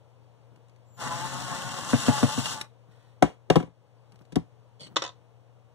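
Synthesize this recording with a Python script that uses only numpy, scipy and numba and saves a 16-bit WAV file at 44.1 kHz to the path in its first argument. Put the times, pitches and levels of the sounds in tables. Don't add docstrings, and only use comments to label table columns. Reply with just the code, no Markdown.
import sys
import numpy as np
from scipy import signal
from scipy.fft import rfft, irfft, next_fast_len
from scipy.io import wavfile
from scipy.ndimage import map_coordinates
from numba import njit

SR = 44100
rng = np.random.default_rng(int(sys.argv[2]) if len(sys.argv) > 2 else 0)


def file_out(sig):
    cols = np.atleast_2d(sig).T
    lim = np.clip(cols, -1, 1)
    pcm = np.round(lim * 32767).astype(np.int16)
    wavfile.write(sys.argv[1], SR, pcm)


N = 253134
T = np.arange(N) / SR
RING_T = T[:SR // 2]

START_S, ATTACK_S, STOP_S, RELEASE_S = 0.96, 0.052, 2.68, 0.18
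# (t/s, rotation f/Hz)
MOTOR_SPEED = [(1.0, 172.7), (1.02, 163.2), (1.364, 182.6), (1.59, 180.4), (1.834, 187.9), (1.92, 254.4),
               (2.068, 279), (2.29, 284.4), (2.36, 303.8), (2.532, 308), (2.56, 290)]
# (t/s, boost/dB, half length/s)
BINDS = [(1.072, 5, 0.018), (1.164, 3, 0.056), (1.534, 4.5, 0.029), (2.154, 5.5, 0.17)]
# (f/Hz, level/dB)
SHELL_EQ = [(190, -50), (330, -15.5), (625, -8), (720, -3.5), (789, -3), (857, 1), (955, -7.5), (1060, 0),
            (1350, -6), (1500, -6), (2400, -14.5), (3120, -64), (5280, -120)]
GEAR_EQ = [(1410, -54.5), (2400, -23), (2720, -1.5), (3060, -4), (3770, -5), (5040, -7), (6120, -7.5),
           (7330, -7.5), (8110, -9), (9410, -17.5), (10500, -11.5), (11300, -22.5), (12000, -32),
           (13800, -18.5), (15500, -37.5)]
RUMBLE_EQ = [(40, -28), (70, -16.5), (100, -14), (125, 2), (155, -4), (205, -12), (270, -8.5), (400, -22),
             (700, -53)]
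def driver(level_db=-43.5, db_per_octave=10, bite_s=0.062, gear_share=.5, sing_hz=858):
    hz = np.interp(T, *np.transpose(MOTOR_SPEED))
    octaves = np.log2(hz / 180)
    turn = 2 * np.pi * np.cumsum(hz * (1 + .007 * walk(70))) / SR
    bind_db = sum(db * np.exp(-((T - s) / length) ** 2) for s, db, length in BINDS)
    effort = amp(level_db + db_per_octave * octaves + gear_share * bind_db)
    pull = np.clip(np.minimum((T - START_S) / ATTACK_S, (STOP_S - T) / RELEASE_S), 0, 1)
    meshing = pull ** 1.9
    bite = np.sqrt(np.clip((T - START_S) / bite_s, 0, 1))
    load = pull ** 1.15 * bite * amp((1 - gear_share) * bind_db)
    running = (T > .9) & (T < 2.75)
    duty = np.sqrt(running.mean())
    rotor = np.zeros(N)
    for k in range(2, 46):
        flutter = amp(4.5 * walk(24)[running])
        rotor[running] += flutter * np.cos(k * turn[running] + 2 * np.pi * rng.random())
    teeth = (1 + 0.26 * np.cos(turn)) * amp(1.8 * walk(60) + 0.85 * walk(250))
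    tone = amp(-0.2) * duty * unit(colour(rotor, SHELL_EQ))
    churn = amp(2.5) * colour(teeth * grit(6000, 2.1), SHELL_EQ)
    sing = amp(-7) * duty * unit(signal.lfilter(*signal.iirpeak(sing_hz, 16, SR), rotor))
    rumble = amp(-1.5 + walk(39)) * colour(rng.standard_normal(N), RUMBLE_EQ)
    hiss = amp(-1) * colour(teeth * grit(14000, 3), GEAR_EQ)
    whine = amp(-9) * duty * unit(colour(rotor, GEAR_EQ))
    vents = np.array([amp(-4 + db) * colour(teeth * grit(14000, 2), GEAR_EQ) for db in (1.8, -1.8)])
    body = amp(-7 * octaves) * (tone + churn + sing) + amp(-9 * octaves) * rumble
    motor = effort * (meshing * (hiss + whine) + load * body)
    return placed(motor, pan_db=1.73, lag_ms=0.011) + effort * meshing * vents


def controller_whistle(on_s=0.84, off_s=1.9, hz=7230, sag_hz=330, sag_s=.12, idle_db=-69, loaded_db=-58):
    load = np.clip((T - START_S) / sag_s + .5, 0, 1)
    phase = 2 * np.pi * np.cumsum(hz - sag_hz * load + 9 * walk(14)) / SR
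    gate = np.clip(np.minimum(T - on_s, off_s - T) / ATTACK_S, 0, 1)
    tone = np.sin(phase) + amp(-8) * np.sin(2 * phase)
    return gate * amp(idle_db + (loaded_db - idle_db) * load) * tone


# (t/s, level/dB)
THREAD_DROPS = [(1.9311, -13), (2.0809, -10.5), (2.228, -10.5), (2.3758, -20)]
# (f/Hz, level/dB, t60/s)
HOUSING_MODES = [(58, -16, 0.11), (107, -9.5, 0.15), (134, -6, 0.14), (159, 0, 0.052), (236, 3.5, .075),
                 (283, 0, 0.09), (464, -10, 0.069), (581, -13, 0.1), (712, -13.5, 0.087), (921, -13, 0.044),
                 (1134, -11, .07), (1483.4, -12, 0.033), (1665, -16.5, 0.034)]
# (f/Hz, level/dB)
THREAD_EQ = [(200, -12.5), (600, 9.5), (1500, 0), (2500, 1.5), (3500, -13), (4800, -18), (6800, -19),
             (8300, -31), (11000, -47), (15500, -38.5)]
def thread_clacks(rebound_s=.0082, rebound_db=-5.5, crack_db=-16.5, place=0.11):
    hits = []
    for s, db in THREAD_DROPS:
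        for at, level in (s, db), (s + rebound_s, db + rebound_db):
            hits.append((at, level, level, level + crack_db, place))
    return strike(hits, HOUSING_MODES, THREAD_EQ,
                  crack_t60=0.16, tail_db=-25, tail_t60=.08, swell_s=0.0027, place_db=2)


# (t/s, edge/dB, weight/dB, weight delay/s, padding/dB, strike place/0-1)
LANDINGS = [(3.2246, -11.5, -19.5, 0.014, -1, .4), (3.5008, -11, -27.5, 0.0066, 0, .25),
            (3.5572, -15, -6.5, .006, -1, .22), (3.601, -32, -25, .003, 0, .4),
            (3.627, -36, -28.5, 0.0019, 1.5, .4), (3.673, -60, -41.5, .002, 3, 0.2),
            (4.322, -47.5, -36, .002, 9, 0.7), (4.358, -33, -14.5, 0.0044, 3, .36)]
# (f/Hz, level/dB, t60/s)
BENCH_MODES = [(61.5, -19, .14), (90, -16.5, 0.13), (123, -8.5, 0.095), (164, -1, .11), (215, -3.5, .05),
               (279.2, 3.5, .06), (356, -2, 0.07), (428, 0, 0.04), (521.6, 1, 0.063), (544, -6, .065),
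               (739, -0.5, .07), (812, -6.5, 0.054), (994, -7, 0.071), (1120, -8, 0.059),
               (1314, -11.5, 0.055), (1558, -17.5, 0.068), (1775, -22.5, .055), (2065, -23, 0.054)]
# (f/Hz, level/dB)
CLUNK_EQ = [(80, -12.5), (250, -0.5), (500, 7), (900, 5.5), (1500, -4), (2500, -4), (3500, -9),
            (4800, -17.5), (6800, -17.5), (8300, -20), (11000, -30.5), (15500, -39)]
def set_down():
    hits = []
    for s, edge_db, weight_db, delay_s, padding_db, place in LANDINGS:
        edge, weight = edge_db - padding_db, weight_db - padding_db
        hits.append((s, edge_db, edge - 1.04, edge + 2, place))
        hits.append((s + delay_s, weight_db, weight - 11, weight - 13, place))
    return strike(hits, BENCH_MODES, CLUNK_EQ,
                  crack_t60=0.018, tail_db=-17.5, tail_t60=0.21, swell_s=.002, place_db=2)


# (t/s, level/dB, strike place/0-1)
BOUNCES = [(4.9596, -34.5, .2), (4.9659, -20.5, 0.05), (5.0208, -32, 0.94), (5.039, -41, 0.6)]
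# (f/Hz, level/dB, t60/s)
SCREW_MODES = [(316, -3, .1), (548, -6.5, 0.099), (710, -8.5, 0.067), (994, -9, 0.12), (1090, 1, 0.046),
               (1281, -4, 0.08), (1564, -26.5, 0.043), (1976, -10.5, 0.15), (2630, -9, 0.044),
               (3557, 1.5, 0.042), (3767, 1.5, 0.024), (4620, -11.5, 0.044), (5609, -23.5, 0.045),
               (6300, -9, 0.044), (6860, -11.5, .04)]
# (f/Hz, level/dB)
SCREW_EQ = [(70, -24), (250, -9), (600, -1), (1200, -0.5), (2400, -7.5), (3600, -1.5), (4900, -7),
            (6600, -13), (8400, -23), (10000, -37.5), (15500, -42)]
def dropped_screw(bass_db=-5, rattle_s=5.049, gap_s=0.014, rattle_db=-37.5, loss_db=3.5):
    hits = [(s, db + bass_db, db, -7 + .52 * db, place) for s, db, place in BOUNCES]
    for k in range(4):
        db = rattle_db - k * loss_db
        hits.append((rattle_s + k * gap_s, db + bass_db, db, db + 4, rng.random()))
    return strike(hits, SCREW_MODES, SCREW_EQ,
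                  crack_t60=0.023, tail_db=-16.5, tail_t60=0.18, swell_s=0.0018, place_db=-4)


# (t/s, crack/dB, ring/dB, t60/s, ring f/Hz)
CLICKS = [(2.4408, -33, -35, .02, 3090), (2.457, -28.5, -22.5, 0.028, 2830),
          (2.6125, -26, -28, 0.025, 3884), (4.3219, -46, -62, 0.037, 3900),
          (4.3572, -27, -33.5, 0.018, 2010), (4.869, -55, -44, 0.05, 3080)]
# (start/s, end/s, level/dB)
FIDGET_SPELLS = [(0.496, .81, -63), (4.094, 4.288, -59)]
# (f/Hz, level/dB)
CLICK_EQ = [(300, -4), (1200, -4.5), (2400, 1), (3800, -2), (5000, -5), (6500, -8), (8400, -10),
            (11000, -15.5), (15500, -30.5)]
def clicks(ticks_per_spell=5, scatter_db=2, tick_t60=0.023):
    cracks, rings = np.zeros(N), np.zeros(N)
    for s, crack_db, ring_db, t60, hz in CLICKS:
        add(cracks, s, amp(crack_db) * fade(t60) * rng.standard_normal(len(RING_T)))
        add(rings, s, amp(ring_db) * fade(t60) * np.sin(2 * np.pi * hz * RING_T))
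    for start, end, db in FIDGET_SPELLS:
        for k in range(ticks_per_spell):
            gain = amp(db + scatter_db * rng.standard_normal())
            s = start + (end - start) * (k + rng.random()) / ticks_per_spell
            add(cracks, s, gain * fade(tick_t60) * rng.standard_normal(len(RING_T)))
    return colour(cracks, CLICK_EQ) + rings


# (t/s, level/dB, length/s)
PUSHES = [(4.795, -45.5, 0.09)]
# (f/Hz, width/Hz, level/dB)
SLIDE_BANDS = [(520, 220, -4.5), (2124, 310, -5.5), (3060, 380, 1), (4350, 430, 5), (6310, 900, -7.5),
               (8170, 840, -6.5), (10100, 900, -16.5)]
def sliding_screw(sag=.09):
    catches = grit(4000, 3.8) * amp(3 * walk(110))
    ring = 0
    for hz, width, db in SLIDE_BANDS:
        band = signal.iirpeak(hz, hz / width, SR)
        ring += amp(db) * unit(signal.lfilter(*band, signal.lfilter(*band, catches)))
    pressed = sum(np.clip((T - s) / length, 0, 1) for s, db, length in PUSHES)
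    bent = map_coordinates(ring, [np.cumsum(1 + sag * (.7 - pressed))], mode="mirror")
    return strokes(PUSHES) * unit(bent)


# (t/s, level/dB, length/s)
HAND_MOVES = [(.51, -60.5, .1), (2.875, -58.5, .035), (4.11, -55.5, 0.06), (4.2, -52.5, 0.034),
              (4.79, -50.5, 0.26)]
TOOL_MOVES = [(2.89, -68.5, 0.29)]
def rubs():
    dull_eq = [(50, -30), (140, 3), (280, -3), (550, -18), (1200, -19), (4000, -46)]
    bright_eq = [(300, -8), (900, -3.5), (1900, -0.5), (2500, -6), (3800, -4), (5200, -12.5),
                 (9000, -17.5), (15000, -27)]
    shuffle = strokes(HAND_MOVES) * colour(grit(1000, 2.9), dull_eq)
    brush = strokes(TOOL_MOVES) * colour(grit(5500, 1.8), bright_eq)
    return shuffle + brush


# (f/Hz, level/dB)
HUM_PARTIALS = [(59.8, -96), (119.7, -60.5), (479, -82)]
def hum(drone_db=-68):
    tones = sum(amp(db + .5 * walk(8.8)) * np.sin(2 * np.pi * hz * T) for hz, db in HUM_PARTIALS)
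    drone_eq = [(25, -19.5), (55, -21), (110, -2.5), (170, -10.5), (260, -27), (600, -59)]
    return np.sqrt(2) * tones + amp(drone_db) * colour(rng.standard_normal(N), drone_eq)


# (f/Hz, level/dB)
AIR_EQ = [(100, -49.5), (170, -14.5), (190, -13), (253, -9.5), (311, -7.5), (376, -13), (471, -2),
          (637, -7), (930, -9), (1800, -23.5), (2890, -22), (4900, -32), (6140, -32), (15500, -45)]
def air(level_db=-64):
    return amp(level_db + 0.65 * walk(2.7)) * colour(rng.standard_normal(N), AIR_EQ)


# (f/Hz, level/dB)
EARLY_EQ = [(50, -12.5), (300, 1), (900, -5), (2000, -0.5), (5000, 2.5), (9000, 1), (15000, -2)]
def room(x, early_db=-7, early_t60=0.015, late_db=-16, late_t60=.19, predelay_s=0.002):
    decays = np.array([fade(early_t60), fade(late_t60)]) * (RING_T > predelay_s)
    out = []
    for port in range(2):
        early, late = rng.standard_normal(decays.shape) * decays
        slap = amp(early_db) * colour(early / np.linalg.norm(early), EARLY_EQ)
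        tail = amp(late_db) * late / np.linalg.norm(late)
        out.append(signal.fftconvolve(x, slap + tail)[:N])
    return np.array(out)


# (f/Hz, phase lead/rad)
PORT_BALANCE = [(60, 10.5), (130, 9.5), (250, 1.5), (380, 9), (560, 3.5), (800, 2), (1300, 0.5), (2400, 0),
                (4400, -0.5), (7500, 7.5), (15000, -2.5)]
PORT_LEAD = [(0, -2.2), (290, -1.5), (560, -.5), (800, -.9), (1300, .7), (2400, -3), (16000, -37.9)]
def ports(x, pan_db=0, lag_ms=0):
    size = next_fast_len(N + SR // 10)
    hz = np.fft.rfftfreq(size, 1 / SR)
    lead = np.interp(hz, *np.transpose(PORT_LEAD)) - 2 * np.pi * hz * lag_ms / 1000
    left = amp((on_log(PORT_BALANCE, hz) + pan_db) / 2) * np.exp(.5j * lead)
    return irfft(rfft(x, size) * np.array([left, 1 / left]), size)[:, :N]


def placed(x, pan_db, lag_ms):
    return ports(x, pan_db, lag_ms) + room(x)


def strike(hits, modes, crack_eq, crack_t60, tail_db, tail_t60, swell_s, place_db):
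    ring, cracks = np.zeros(N), np.zeros(N)
    crack_decay = fade(crack_t60) + amp(tail_db) * fade(tail_t60)
    for s, bass_db, mids_db, crack_db, place in hits:
        for k, (hz, db, t60) in enumerate(modes):
            force_db = on_log([(260, bass_db), (560, mids_db)], hz)
            shape_db = place_db * np.cos(np.pi * k * place)
            gain = (-1) ** k * amp(db + force_db + shape_db)
            swell = 1 - np.exp(-RING_T * hz / (swell_s * 200))
            add(ring, s, gain * swell * fade(t60) * np.sin(2 * np.pi * hz * RING_T))
        add(cracks, s, amp(crack_db) * crack_decay * rng.standard_normal(len(RING_T)))
    return ring + colour(cracks, crack_eq)


def strokes(moves):
    return sum(amp(db) * np.interp((T - s) / length, [0, .1, .7, 1.1], [0.0079, 0.98, 0.7, 0])
               for s, db, length in moves)


def grit(rate, spread_db):
    grains = (rng.random(N) < rate / SR) * rng.standard_normal(N)
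    return unit(grains * amp(spread_db * np.minimum(rng.exponential(size=N), 4)))


def walk(rate):
    step = max(int(SR / rate), 2)
    count = N // step + 2
    return np.interp(T, np.arange(count) * step / SR, rng.standard_normal(count))


def colour(x, eq, size=4096):
    cepstrum = irfft(np.log(amp(on_log(eq, np.fft.rfftfreq(size, 1 / SR)))))
    cepstrum[1:size // 2] *= 2
    cepstrum[size // 2 + 1:] = 0
    response = irfft(np.exp(rfft(cepstrum)))
    return signal.fftconvolve(x, response / np.linalg.norm(response))[:len(x)]


def on_log(points, hz):
    f, value = np.transpose(points)
    return np.interp(np.log(np.maximum(hz, 1)), np.log(np.maximum(f, 1)), value)


def amp(db):
    return 10 ** (np.asarray(db) / 20)


def unit(x):
    return x / np.sqrt(np.mean(x ** 2))


def fade(t60):
    return np.exp(-np.log(1000) * RING_T / t60)


def add(out, s, x):
    i = int(s * SR)
    out[i:i + len(x)] += x[:N - i]


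@njit
def follow(x, attack, release):
    out, level = np.empty(len(x)), 0.
    for i in range(len(x)):
        level += (x[i] - level) * (attack if x[i] > level else release)
        out[i] = level
    return out


def scene():
    clacks, clunks, bounces = thread_clacks(), set_down(), dropped_screw()
    work = driver() + ports(clacks + controller_whistle(), pan_db=-0.5)
    bench = placed(clunks + clicks(), pan_db=2.5, lag_ms=-.01)
    hand = placed(bounces + sliding_screw() + rubs(), pan_db=0, lag_ms=0.016)
    ambience = ports(hum() + amp(-1.5) * air(), pan_db=2.5)
    wide_air = amp(-5) * np.array([air(), air()])
    return work + bench + hand + ambience + wide_air


def record(dry, knee_db=-17, attack_s=0.011, release_s=0.37, squeeze=0.41, low_hz=48, top_hz=15600):
    dry = signal.sosfilt(signal.butter(2, low_hz, "high", fs=SR, output="sos"), dry)
    envelope = follow(np.abs(dry).max(0), 1 / (attack_s * SR), 1 / (release_s * SR))
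    gain = np.maximum(envelope / amp(knee_db), 1) ** -squeeze
    high_cut = signal.ellip(8, .2, 70, top_hz, fs=SR, output="sos")
    return signal.sosfilt(high_cut, np.clip(dry * gain, -1, 1))


dry = scene()
out = record(dry)
file_out(out)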